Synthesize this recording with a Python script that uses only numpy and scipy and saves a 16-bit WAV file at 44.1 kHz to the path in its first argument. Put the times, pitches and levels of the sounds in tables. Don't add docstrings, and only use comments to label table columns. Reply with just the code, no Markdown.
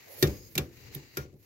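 import sys
import numpy as np
from scipy import signal
from scipy.fft import rfft, irfft
from scipy.io import wavfile

SR = 44100
rng = np.random.default_rng(int(sys.argv[2]) if len(sys.argv) > 2 else 0)


def to_wav(sig):
    pcm = np.clip(np.atleast_2d(sig), -1, 1) * 32767
    pcm = np.round(pcm).astype(np.int16)
    wavfile.write(sys.argv[1], SR, pcm.T)


N = 63945
TIME = np.arange(N) / SR
ATTACK_S = 0.00039

# start_s, clack_db, tick_db, ring_db, knock_db, thump_db, rattle_s,
# favoured_hz, boost_db, decay_factor (small when the hand damps the steel), sway_db
CONTACTS = [(.225, -23.5, -23, -29, -17.5, -21.5, 0.0037, 4600, 7.7, 1.135, -29),
            (.553, -34.5, -31.5, -52, -58, -33.5, 0.0016, 4300, 2.9, 0.85, -47),
            (0.578, -25, -25, -33, -28.5, -29, 0.0037, 3350, 6.2, 0.69, -35),
            (.9485, -51.5, -29, -60.5, -55, -40, 0.0009, 3300, 17, 0.47, -65),
            (1.1702, -34.5, -33, -43.5, -34.5, -36, 0.0031, 1350, 15.4, 1.25, -40.5)]


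def from_db(db):
    return 10 ** (np.asarray(db) / 20)


def place(x, pan_db, lag_s=0):
    left, right = x * np.ones((2, 1))
    return np.array([np.interp(TIME - lag_s, TIME, left) * from_db(pan_db / 2),
                     right * from_db(-pan_db / 2)])


def noise(spectrum, coherence):
    hz, db = np.transpose(spectrum)
    bins_hz = np.fft.rfftfreq(N, 1 / SR)
    gain = from_db(np.interp(np.log(bins_hz + 1), np.log(hz), db))
    gain *= np.minimum(bins_hz / hz[0], 1) ** 2
    mid, side = irfft(rfft(rng.standard_normal((2, N))) * gain, N)
    x = np.sqrt(1 + coherence) * mid + np.sqrt(1 - coherence) * np.array([side, -side])
    return x / x.std()


def burst(start_s, attack_s, hold_s, t60_s):
    age = TIME - start_s
    return np.clip(age / attack_s, 0, 1) * np.exp(-np.log(1000) * np.maximum(age - hold_s, 0) / t60_s)


def ring(start_s, hz, t60_s, push_s):
    return burst(start_s, push_s, push_s, t60_s) * np.sin(2 * np.pi * hz * (TIME - start_s))


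def sliding_cloth(grain_db=1.5, grain_s=0.009):
    # time_s, rub_db, hiss_db, rumble_db
    slide = [(0, -56.5, -64.5, -63.5), (.06, -57, -61, -67), (.135, -54.5, -48.5, -73.5),
             (.165, -54, -54.5, -64), (0.199, -55, -40.5, -54), (.3, -50.5, -50, -40.5),
             (.42, -60, -57, -52.5), (.54, -64, -56, -58), (.68, -63, -68, -53.5), (.75, -59, -63, -59.5),
             (.8, -57.5, -61, -57), (0.913, -56, -67, -51), (0.951, -48.5, -48, -58.5),
             (1.01, -56, -67.5, -57), (1.12, -61.5, -65.5, -64.5), (1.221, -54.5, -59, -47),
             (1.279, -67.5, -82.5, -53.5), (1.37, -77.5, -71.5, -61.5), (1.45, -63, -60.5, -65.5)]
    # frequency_hz, density_db
    rub_spectrum = [(300, 7.5), (500, -1.5), (800, 0), (1300, -4), (2200, 4.5), (2800, 0.5), (3350, -6.5),
                    (4300, 0), (5500, -3.5), (6900, -1), (8500, -17.5), (12000, -29), (16000, -4)]
    hiss_spectrum = [(4500, -5), (9000, -11), (11000, -1.5), (12500, 6.5), (14500, 1.5), (16000, 3)]
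    rumble_spectrum = [(20, -28), (45, 2), (65, 2), (115, 9.5), (180, -4), (250, -4), (370, 0), (550, -10),
                       (900, -53.5), (2000, -46)]
    times_s, *levels_db = np.transpose(slide)
    rub_gain, hiss_gain, rumble_gain = [from_db(np.interp(TIME, times_s, db)) for db in levels_db]
    fibres = np.interp(TIME / grain_s, np.arange(N), rng.standard_normal(N))
    rub = place(rub_gain * noise(rub_spectrum, coherence=0.04), pan_db=3)
    hiss = place(hiss_gain * noise(hiss_spectrum, coherence=0.035), pan_db=-5.5)
    rumble = place(rumble_gain * noise(rumble_spectrum, coherence=0.87), pan_db=4.5)
    return (rub + hiss) * from_db(grain_db * fibres) + rumble


def rub_resonances(fade_s=0.025):
    # start_s, end_s, centre_hz, width_hz, level_db, pan_db
    resonances = [(0, 0.223, 1940, 200, -64.5, 4), (0.056, 0.263, 536, 260, -55.5, -1.5),
                  (0.077, 0.187, 11360, 700, -62.5, -18), (0, 0.437, 12600, 400, -76.5, -13),
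                  (0.242, 0.505, 4980, 500, -62, 0), (0.26, 0.502, 6570, 550, -61, 4.5),
                  (0.737, 1.18, 1940, 283, -69, 5), (0.74, 1.174, 2770, 232, -77, -20),
                  (0.753, 1.173, 4070, 378, -69, 3), (0.77, 1.187, 4710, 324.1, -69.5, 4),
                  (1.163, 1.262, 5830, 300, -67, 14)]
    out = np.zeros((2, N))
    for start_s, end_s, hz, width_hz, db, pan_db in resonances:
        bandpass = signal.butter(2, [hz - width_hz / 2, hz + width_hz / 2], "band", fs=SR, output="sos")
        band = signal.sosfilt(bandpass, rng.standard_normal((2, N)))
        stroke = np.clip(np.minimum(TIME - start_s, end_s - TIME) / fade_s, 0, 1)
        out += place(from_db(db) * stroke * band / band.std(), pan_db)
    return out


def favoured_db(hz, centre_hz, boost_db, width_octaves=0.22):
    return boost_db * np.exp(-0.5 * (np.log2(hz / centre_hz) / width_octaves) ** 2)


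def impact(start_s, rattle_s, t60_s, bite_db=-10):
    bite = from_db(bite_db) * burst(start_s + 0.0012, ATTACK_S, ATTACK_S, t60_s=0.0074)
    return burst(start_s, ATTACK_S, rattle_s, t60_s) + bite


def steel_linkage(scatter_db=3.5, clack_t60_s=0.037, tick_t60_s=0.04, coherence=0.18, lag_s=0.00042):
    # start_s, level_db
    touches = [(0.272, -36), (.602, -69), (1.149, -55.5), (1.327, -68), (1.338, -69), (1.427, -67)]
    # pitch_hz, level_db, t60_s, pan_db
    link_modes = [(746.4, -10.5, 0.27, 5), (1114, -12.5, 0.18, 9.5), (1410, -6.5, .13, 6),
                  (1690, -3.5, 0.08, -3), (1839, -3, 0.069, 10.5), (2055, -10.5, 0.056, 13),
                  (2327, -6.5, 0.072, 9.5), (2393, 2, 0.083, 11), (2725, 2.5, 0.031, 1.5),
                  (3395, -7, 0.11, -5.5), (3726, -8, .06, -9), (3680, -2.5, .07, -9.5),
                  (4826, -9, 0.048, 6.5), (5050, -20, 0.02, 14.5), (5825, -1, 0.042, 18),
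                  (7710, -3.5, 0.024, 9)]
    # frequency_hz, density_db
    clack_spectrum = [(200, 5), (500, -1.5), (900, -11), (1400, -11.5), (2200, 3.5), (3000, -3),
                      (4300, -1.5), (6000, 1), (7700, -1.5), (8700, -11.5), (11000, -8), (16000, -11)]
    tick_spectrum = [(6000, -14), (8700, -10.5), (9800, -14.5), (11200, 1.5), (12500, 5), (13400, 6.5),
                     (15000, -7.5), (16000, -3)]
    # pitch_hz, level_db (relative to the tick), t60_s
    part_mode = (11000, -8.5, 0.058)
    part_hz, part_db, part_t60_s = part_mode
    clack_hz, density_db = np.transpose(clack_spectrum)
    grid_hz = np.geomspace(clack_hz[0], SR / 2, 200)
    grid_db = np.interp(np.log(grid_hz), np.log(clack_hz), density_db)
    touching = sum(from_db(db) * burst(start_s, ATTACK_S, ATTACK_S, clack_t60_s)
                   for start_s, db in touches)
    clack = touching * noise(clack_spectrum, coherence)
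    treble = noise(tick_spectrum, coherence)
    tick, modes = np.zeros((2, N)), np.zeros((len(link_modes), N))
    for start_s, clack_db, tick_db, ring_db, _, _, rattle_s, centre_hz, boost_db, decay, _ in CONTACTS:
        spectrum = np.transpose([grid_hz, grid_db + favoured_db(grid_hz, centre_hz, boost_db)])
        clack += from_db(clack_db) * impact(start_s, rattle_s, clack_t60_s) * noise(spectrum, coherence)
        part_ring = from_db(part_db) * ring(start_s, part_hz, part_t60_s * decay, ATTACK_S)
        tick += from_db(tick_db) * (impact(start_s, rattle_s, tick_t60_s * decay) * treble + part_ring)
        for k, (hz, db, t60_s, _) in enumerate(link_modes):
            strength_db = ring_db + db + favoured_db(hz, centre_hz, boost_db) + scatter_db * rng.normal()
            modes[k] += from_db(strength_db) * ring(start_s, hz, t60_s * decay, ATTACK_S)
    rings = sum(place(mode, pan_db, lag_s) for mode, (*_, pan_db) in zip(modes, link_modes))
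    return place(clack, pan_db=6.5, lag_s=lag_s) + place(tick, pan_db=-4, lag_s=lag_s) + rings


def frame_blows():
    # start_s, knock_db, thump_db
    bumps = [(.272, -40, -33.5), (1.328, -54.5, -50), (1.367, -67, -69.5)]
    return [(start_s, knock_db, thump_db) for start_s, _, _, _, knock_db, thump_db, *_ in CONTACTS] + bumps


def chair_frame(thump_below_hz=250, push_cycles=3.3):
    # pitch_hz, level_db, t60_s
    frame_modes = [(122.8, -9.5, 0.21), (140.7, 3.5, 0.13), (203.1, -5, 0.083), (293, -23.5, .22),
                   (363.8, 4, 0.068), (376.3, -7.5, 0.2), (434, -8.5, 0.15), (496, -13.5, 0.3),
                   (548, -13.5, 0.15), (579, -15, 0.23), (615, -33.5, 0.15)]
    out = np.zeros(N)
    for start_s, knock_db, thump_db in frame_blows():
        for hz, db, t60_s in frame_modes:
            if hz < thump_below_hz:
                out += from_db(thump_db + db) * ring(start_s + 0.00062, hz, t60_s, push_cycles / hz)
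            else:
                out += from_db(knock_db + db) * ring(start_s + 0.00033, hz, t60_s, push_s=0.0047)
    return place(out, pan_db=1, lag_s=0.00025)


def room_reverberation(steel_rise_s=0.0075, steel_t60_s=0.21, frame_rise_s=0.015, frame_t60_s=0.3):
    # frequency_hz, density_db
    steel_spectrum = [(500, -8), (900, 1.5), (1500, 0.5), (2400, -2), (3500, -7), (6000, -5.5), (9000, -24),
                      (12500, -8.5), (16000, -13)]
    frame_spectrum = [(35, -35.5), (50, -19), (70, 3.5), (125, -1), (180, -6), (250, -6), (360, -2.5),
                      (550, -15.5), (800, -24.5), (2000, -49.5)]
    steel_energy = sum((from_db(db) * decay * burst(start_s, steel_rise_s, steel_rise_s, steel_t60_s)) ** 2
                       for start_s, db, *_, decay, _ in CONTACTS)
    frame_energy = sum((from_db(db) * burst(start_s, frame_rise_s, frame_rise_s, frame_t60_s)) ** 2
                       for start_s, _, db in frame_blows())
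    bright = from_db(-11) * np.sqrt(steel_energy) * noise(steel_spectrum, coherence=0.033)
    dull = from_db(-4.5) * np.sqrt(frame_energy) * noise(frame_spectrum, coherence=0.86)
    return place(bright, pan_db=1.5) + dull


def chair_sway(delay_s=0.02, push_s=0.025):
    # pitch_hz, level_db, t60_s
    sway_modes = [(72.6, -2, .2), (81.6, -12, 0.11), (114.7, -2, 0.11)]
    return sum(from_db(sway_db + db) * ring(start_s + delay_s, hz, t60_s, push_s)
               for start_s, *_, sway_db in CONTACTS for hz, db, t60_s in sway_modes)


def scene():
    impacts = steel_linkage() + chair_frame() + chair_sway()
    return impacts + room_reverberation() + sliding_cloth() + rub_resonances()


def record(dry):
    return signal.sosfilt(signal.ellip(10, 0.2, 80, 15750, fs=SR, output="sos"), dry)


dry = scene()
out = record(dry)
to_wav(out)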